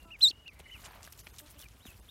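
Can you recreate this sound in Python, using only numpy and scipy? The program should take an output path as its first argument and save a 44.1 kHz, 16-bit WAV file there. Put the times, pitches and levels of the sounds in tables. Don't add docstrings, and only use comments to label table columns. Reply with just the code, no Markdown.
import sys
import numpy as np
from scipy import signal
from scipy.fft import rfft, irfft, next_fast_len
from scipy.io import wavfile
from scipy.ndimage import uniform_filter1d, map_coordinates

SR = 44100
rng = np.random.default_rng(int(sys.argv[2]) if len(sys.argv) > 2 else 0)


def how_loud(loudness_db):
    steps = np.asarray(loudness_db, float) / 20
    return 10 ** steps


def persist_wave(psi):
    counts = np.round(np.clip(psi, -1, 1) * 32767).astype(np.int16)
    wavfile.write(sys.argv[1], SR, np.atleast_2d(counts).T)


N = 92610


def unit(x):
    return x / np.sqrt(np.mean(x ** 2) + 1e-20)


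def wobble(rate, size=N):
    return map_coordinates(rng.standard_normal(N // 100), [np.arange(size) * rate / SR])


def coloured(x, points):
    m = next_fast_len(N + 8192)
    f, v = np.transpose(points)
    log_hz = np.log(np.fft.rfftfreq(m, 1 / SR) + 1)
    gain = how_loud(np.interp(log_hz, np.log(f), v))
    return unit(irfft(rfft(x, m) * gain, m)[:N])


def band(x, hz, low, high):
    edges = [low * hz, min(high * hz, 20000)]
    return unit(signal.sosfilt(signal.butter(2, edges, "bandpass", fs=SR, output="sos"), x))


def patchy(x, patchy_db):
    z = signal.stft(x, nperseg=256)[2]
    field = uniform_filter1d(rng.standard_normal(z.shape), 10, 0)
    field = uniform_filter1d(field, 5, 1)
    return signal.istft(z * how_loud(patchy_db * unit(field)), nperseg=256)[1][:N]


def glide(rows, smooth_s):
    s, *cols = np.transpose(rows)
    size = max(int(smooth_s * SR), 1)
    t = np.arange(N) / SR
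    return [uniform_filter1d(np.interp(t, s, c), size) for c in cols]


def gate(s, length, edge_s):
    t = np.arange(N) / SR
    return np.clip(np.minimum(t - s, s + length - t) / edge_s, 0, 1) ** 2


def tone(hz, partials_db):
    phase = 2 * np.pi * (np.cumsum(hz) / SR + rng.random())
    partials = (how_loud(db) * np.sin((k + 1) * phase) for k, db in enumerate(partials_db))
    return np.sqrt(2) * sum(partials)


def add(out, s, x):
    part = out[round(s * SR):][:len(x)]
    part += x[:len(part)]


def outdoors():
    # frequency_hz, level_db
    air_spectrum = [(12, -38.5), (20, 5), (76, 2), (162, -10.5), (1020, -23), (2580, -25.5), (2880, -23.5),
                    (3600, -28), (15800, -40)]
    air_db, swell_db = -57, .8
    hum_hz, hum_width_hz, hum_db = 52.7, 5.2, -62
    air = patchy(coloured(rng.standard_normal(N), air_spectrum), patchy_db=2.0)
    hum_spectrum = [(hum_hz - 2.8 * hum_width_hz, -40), (hum_hz, 0), (hum_hz + hum_width_hz, -8), (400, -61)]
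    hum = coloured(rng.standard_normal(N), hum_spectrum)
    return how_loud(air_db + swell_db * wobble(11)) * air + how_loud(hum_db) * hum


def far_whistles():
    # start_s, length_s, first_hz, last_hz, level_db
    whistles = [
        (0.0, .1, 2770, 2790, -66),
        (.215, .1, 2650, 2760, -69),
        (.32, .145, 2840, 2910, -65),
        (.645, .065, 2950, 2960, -62),
        (.72, .085, 2950, 2920, -66),
    ]
    flutter_db, waver_hz = 4, 40
    out, t = np.zeros(N), np.arange(N) / SR
    for s, length, first_hz, last_hz, db in whistles:
        hz = np.interp(t, [s, s + length], [first_hz, last_hz])
        hz = hz + waver_hz * (2900 / first_hz) ** 4 * wobble(300)
        level = how_loud(db + flutter_db * wobble(120))
        out += gate(s - .01, length + 0.016, 0.0055) * level * tone(hz, [0])
    return out


def far_hoarse_calls():
    # start_s, length_s, centre_hz, level_db
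    hoarse = [
        (.497, .045, 2150, -66),
        (.55, .075, 2200, -67),
        (.65, .075, 2080, -63),
        (.72, .1, 2120, -66),
    ]
    flutter_db, half_width = 4, .075
    out = np.zeros(N)
    for s, length, hz, db in hoarse:
        rasp = band(rng.standard_normal(N), hz, 1 - half_width, 1 + half_width)
        out += gate(s, length, 0.0079) * how_loud(db + flutter_db * wobble(88.2)) * rasp
    return out


def far_clucks():
    # start_s, length_s, pitch_hz, level_db, tilt_db per overtone
    clucks = [
        (.042, .085, 333, -70, 2.2),
        (1.405, .075, 300, -63, -4),
        (1.545, .045, 288, -61, -4),
        (1.585, .035, 295, -66, -2),
    ]
    harmonics_db = [-2, 0, -3, -1]
    out = np.zeros(N)
    for s, length, hz, db, tilt_db in clucks:
        voice = tone(hz * (1 + .006 * wobble(40)), harmonics_db + tilt_db * np.arange(4))
        out += gate(s, length, .015) * how_loud(db + 2.5 * wobble(60)) * voice
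    return out


def crackle():
    grains_per_s, spread_db, decay_cycles = 600, 3.5, 4
    draw = rng.random((int(grains_per_s * N / SR), 3))
    hz, t = 2000 * 5.3 ** draw[:, 1:2], np.arange(128)[None] / SR
    size = how_loud(-spread_db * np.log(draw[:, 2:] + 0.033))
    snaps = size * np.sin(2 * np.pi * hz * t) * np.exp(-2 * t * hz / decay_cycles)
    where = (draw[:, :1] * N).astype(int) + np.arange(128)
    return unit(np.bincount(where.ravel(), snaps.ravel(), N + 128)[:N])


def rustle():
    # time_s, level_db
    stirring = [(0.0, -69), (0.13, -78), (0.31, -87), (0.65, -76), (0.81, -59), (0.95, -69), (1.3, -63.5),
                (1.51, -66), (1.64, -72), (1.95, -67), (2.1, -68.5)]
    # frequency_hz, level_db
    leaf_spectrum = [(530, -55), (900, 2), (1450, 0.5), (2320, -17), (3330, -12), (13000, -2), (15800, -13)]
    # start_s, length_s, centre_hz, level_db
    brushes = [(0.185, 0.061, 6000, -57), (0.531, 0.027, 11000, -62.5), (0.589, 0.027, 5260, -56.5),
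               (0.8, 0.016, 7000, -60.5), (0.84, 0.04, 3860, -50), (0.94, 0.033, 12000, -60.5),
               (1.025, 0.072, 6950, -57), (1.267, 0.014, 3520, -53), (1.121, 0.013, 9900, -50.5),
               (1.179, 0.048, 6900, -56), (1.347, 0.015, 9200, -60), (1.383, 0.034, 8340, -52),
               (1.457, 0.048, 4970, -59), (1.498, 0.036, 11200, -56), (1.579, 0.09, 8000, -54),
               (1.858, 0.029, 8850, -51.5), (1.875, 0.075, 12000, -57.5), (1.953, .035, 12000, -65)]
    stir_db, = glide(stirring, .004)
    bed = coloured(rng.standard_normal(N), leaf_spectrum) + how_loud(-3) * crackle()
    out = how_loud(stir_db - 1) * patchy(bed, patchy_db=1.0)
    for s, length, hz, db in brushes:
        u = np.linspace(0, 1, int(length * SR))
        rough = rng.standard_normal(len(u)) * how_loud(3 * wobble(500, size=len(u)))
        swell = np.sin(np.pi * u ** 0.65)
        add(out, s, how_loud(db - 1) * swell * band(rough, hz, 0.11, 2.16))
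    return patchy(out, patchy_db=3.5)


def leaf_ticks():
    # start_s, peak_db, centre_hz
    ticks = [(0.031, -48, 9200), (0.4795, -36, 3600), (0.6015, -41, 2800), (0.739, -47, 4600),
             (0.818, -44, 6300), (0.839, -42, 1600), (0.8515, -36, 5900), (0.8544, -38, 6000),
             (0.8563, -40, 2400), (0.8584, -40, 3100), (0.8614, -41, 2800), (0.9332, -44, 1800),
             (1.0238, -45, 6300), (1.0305, -33, 6200), (1.0328, -43, 7700), (1.0395, -45, 6700),
             (1.0429, -38, 6000), (1.0489, -45, 8000), (1.0656, -43, 4500), (1.0743, -43, 1700),
             (1.0768, -37, 1700), (1.1238, -34, 11200), (1.1272, -42, 11500), (1.1302, -44, 11200),
             (1.1326, -44, 11100), (1.1348, -44, 2900), (1.1767, -40, 11500), (1.1909, -42, 3900),
             (1.1931, -40, 6400), (1.195, -44, 9000), (1.1978, -44, 8700), (1.1994, -44, 8600),
             (1.2022, -42, 5500), (1.2648, -48, 3000), (1.2688, -36, 2700), (1.2704, -36, 2300),
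             (1.2758, -43, 2600), (1.3573, -45, 11300), (1.3631, -43, 5600), (1.372, -47, 4500),
             (1.3837, -35, 8800), (1.3859, -33, 5900), (1.3895, -40, 3600), (1.391, -35, 11400),
             (1.3924, -42, 5900), (1.394, -38, 13700), (1.3955, -42, 8700), (1.3969, -42, 9500),
             (1.3983, -38, 8700), (1.4016, -41, 1800), (1.4137, -44, 12000), (1.5063, -45, 11200),
             (1.5096, -45, 11000), (1.593, -40, 7700), (1.6143, -43, 9000), (1.6246, -37, 3700),
             (1.642, -43, 4200), (1.6858, -40, 5900), (1.8532, -42, 1700), (1.855, -45, 9200)]
    tick_db, rise_cycles, decay_cycles = 4, .4, 2.1
    after_db, after_s = -12, .002
    out, t = np.zeros(N), np.arange(SR // 30) / SR
    for s, db, hz in ticks:
        envelope = (1 - np.exp(-t * hz / rise_cycles)) * 1.12 * np.exp(-2 * t * hz / decay_cycles)
        snap = how_loud(tick_db) * np.sin(2 * np.pi * hz * t) * envelope
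        after = band(rng.standard_normal(len(t)), hz, 0.46, 1.53) * np.exp(-t / after_s)
        add(out, s, how_loud(db) * (snap + how_loud(after_db) * after))
    return out


def soil_scrape():
    # time_s, level_db
    pressure = [(.78, -74), (.83, -66), (.86, -56), (.95, -57), (1.0, -60.5), (1.09, -70), (1.14, -79)]
    # frequency_hz, level_db
    soil_spectrum = [(150, -36), (400, -10.5), (700, 2.5), (1200, -.5), (2200, -4), (3500, -12.5),
                     (6000, -24.5)]
    scrape_db, = glide(pressure, 0.009)
    return how_loud(scrape_db + 2.5 * wobble(300)) * coloured(rng.standard_normal(N), soil_spectrum)


def bumps():
    # start_s, peak_db, pitch_hz
    knocks = [(0.057, -48, 300), (0.306, -42, 400), (.33, -55, 633), (.597, -43, 810), (0.6045, -44.5, 520),
              (0.793, -49.5, 233), (1.0755, -43.5, 750), (1.2695, -43, 900), (1.274, -52, 397),
              (1.8535, -46, 894), (1.857, -40.5, 294)]
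    decay_cycles = 3
    out, t = np.zeros(N), np.arange(SR // 10) / SR
    for s, db, hz in knocks:
        ring = np.sin(2 * np.pi * hz * t * np.exp(-30 * t))
        add(out, s, how_loud(db - 0.5) * ring * np.exp(-2 * t * hz / decay_cycles))
    return out


def brood():
    # time as share of length, pitch as ratio to peak, level_db
    short = [(0, .82, -9), (.14, .94, -3), (.32, 1.01, -1), (.6, .92, -.5), (.8, .82, -4), (1, .72, -13)]
    arch = [(0, .66, -14), (.2, .85, -7), (.4, 1.0, -5), (.54, .97, -1), (.68, .83, -3), (.8, .73, -1),
            (1, .64, -4)]
    long_fall = [(0, .64, -19), (.13, .85, -8), (.28, 1.0, -10), (.48, .97, -6), (.57, .87, 1),
                 (.7, .7, -3), (1, .65, -5)]
    # start_s, length_s, peak_hz, level_db
    short_peeps = [
        (.102, .065, 2870, -46.5),
        (.456, .056, 2890, -46),
        (.706, .068, 3070, -49),
    ]
    arch_peeps = [
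        (1.558, .112, 3540, -58),
    ]
    long_peeps = [
        (1.797, .125, 3910, -57),
        (2.079, .115, 4300, -45),
    ]
    overtone_db = -32
    out = np.zeros(N)
    for shape, peeps, rough_db in ((short, short_peeps, 1.2), (arch, arch_peeps, 2.8), (long_fall, long_peeps, 3.0)):
        for s, length, peak_hz, db in peeps:
            contour = [(s + u * length, r * peak_hz, db + d) for u, r, d in shape]
            hz, level_db = glide(contour, .006)
            voice = tone(hz + 12 * rough_db * wobble(400), [0, overtone_db])
            out += gate(s, length, 0.0048) * how_loud(level_db + rough_db * wobble(130)) * voice
    return out


def held_duckling():
    # time_s, level_db
    effort = [(.206, -44), (.215, -31), (.226, -24), (.234, -14.5), (.250, -17.5), (.268, -23), (.286, -25),
              (.296, -37), (.314, -42)]
    # time_s, pitch_hz
    pitch = [(.206, 2550), (.213, 3660), (.225, 4230), (.259, 3700), (.271, 3590), (.285, 4060),
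             (.297, 4570), (.306, 4300), (.318, 2300)]
    # time_s, level_db
    bill = [(.206, -4), (.226, -11), (.231, -2), (.241, 0), (.266, -1), (.277, 2), (.286, -4), (.3, -8),
            (.312, -3)]
    # time_s, pitch_hz, level_db
    second_path = [(.212, 4600, -62), (.220, 5300, -48), (.229, 5580, -48), (.243, 5220, -49),
                   (.256, 4800, -48), (.268, 4600, -64), (.283, 5300, -56), (.293, 5680, -45),
                   (.306, 5400, -75)]
    overtones_db = [-18, -29.5, -38]
    start_s, end_s = .206, .3165
    stutter_hz, stutter_end_s = 330, .217
    second_blur_hz, breath_db = 85, -54

    t = np.arange(N) / SR
    (hz,), (db,), (bill_db,) = glide(pitch, .007), glide(effort, .003), glide(bill, .002)
    stutter_depth = np.clip((stutter_end_s - t) / .004, 0, .85)
    stutter = 1 - stutter_depth * np.cos(np.pi * stutter_hz * (t - start_s)) ** 2
    extra_db = bill_db + 2.2 * wobble(300)
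    partials_db = [0, *(o + extra_db for o in overtones_db)]
    voice = tone(hz + 14 * wobble(500), partials_db) * how_loud(db + .5 * wobble(350)) * stutter

    second_hz, second_db = glide(second_path, .004)
    second = tone(second_hz + second_blur_hz * wobble(430), [0]) * how_loud(second_db + 3 * wobble(300))

    high_db = np.interp(hz, [2500, 3600, 4300], [-12, -6, 2])
    breath_spectrum = [(2500, -22), (4200, 4), (6000, 1.0), (8500, -10.0), (15000, -19.5)]
    breath = coloured(rng.standard_normal(N), breath_spectrum)
    breath = breath * how_loud(breath_db + high_db + 5.9 * wobble(280))
    return gate(start_s, end_s - start_s, 0.0017) * (voice + second + breath)


def earth_echo(near):
    echo_db, t60_s = -36, .07
    tail_size = SR // 5
    tail = rng.standard_normal(tail_size) * how_loud(-60 * np.arange(tail_size) / SR / t60_s)
    return how_loud(echo_db) * signal.fftconvolve(near, tail / np.linalg.norm(tail))[:N]


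def scene():
    far = outdoors() + far_whistles() + far_hoarse_calls() + far_clucks()
    handling = rustle() + leaf_ticks() + soil_scrape() + bumps()
    near = brood() + held_duckling()
    return (far + handling + near + earth_echo(near))[None]


def starve(x):
    # centre_s, lowest_hz
    dropouts = [
        (.064, 1500),
        (.155, 3800),
        (.505, 900),
        (.9, 5000),
        (1.225, 300),
        (1.318, 1000),
        (1.875, 4200),
        (2.013, 1200),
    ]
    lost_db, kept_db, kept_share, width_s = -19, 4, .3, .007
    hz, t, z = signal.stft(x, SR, nperseg=512, noverlap=448)
    for s, from_hz in dropouts:
        lost = rng.random(80)[(hz / 340).astype(int)] > kept_share
        change_db = np.where(lost, lost_db, kept_db) * (hz > from_hz)
        z = z * how_loud(change_db[:, None] * np.exp(-((t - s) / width_s) ** 2))
    return signal.istft(z, SR, nperseg=512, noverlap=448)[1][..., :N]


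def band_limit(x):
    return signal.sosfilt(signal.butter(12, 15960, fs=SR, output="sos"), x)


def record(dry):
    low_cut_hz, top_hz = 42, 15900
    m = next_fast_len(N + 8192)
    hz = np.fft.rfftfreq(m, 1 / SR)
    response = (hz < top_hz) * hz ** 4 / (hz ** 4 + low_cut_hz ** 4)
    mix = irfft(rfft(starve(dry), m) * response, m)[..., :N]
    return band_limit(mix)


dry = scene()
out = record(dry)
persist_wave(out)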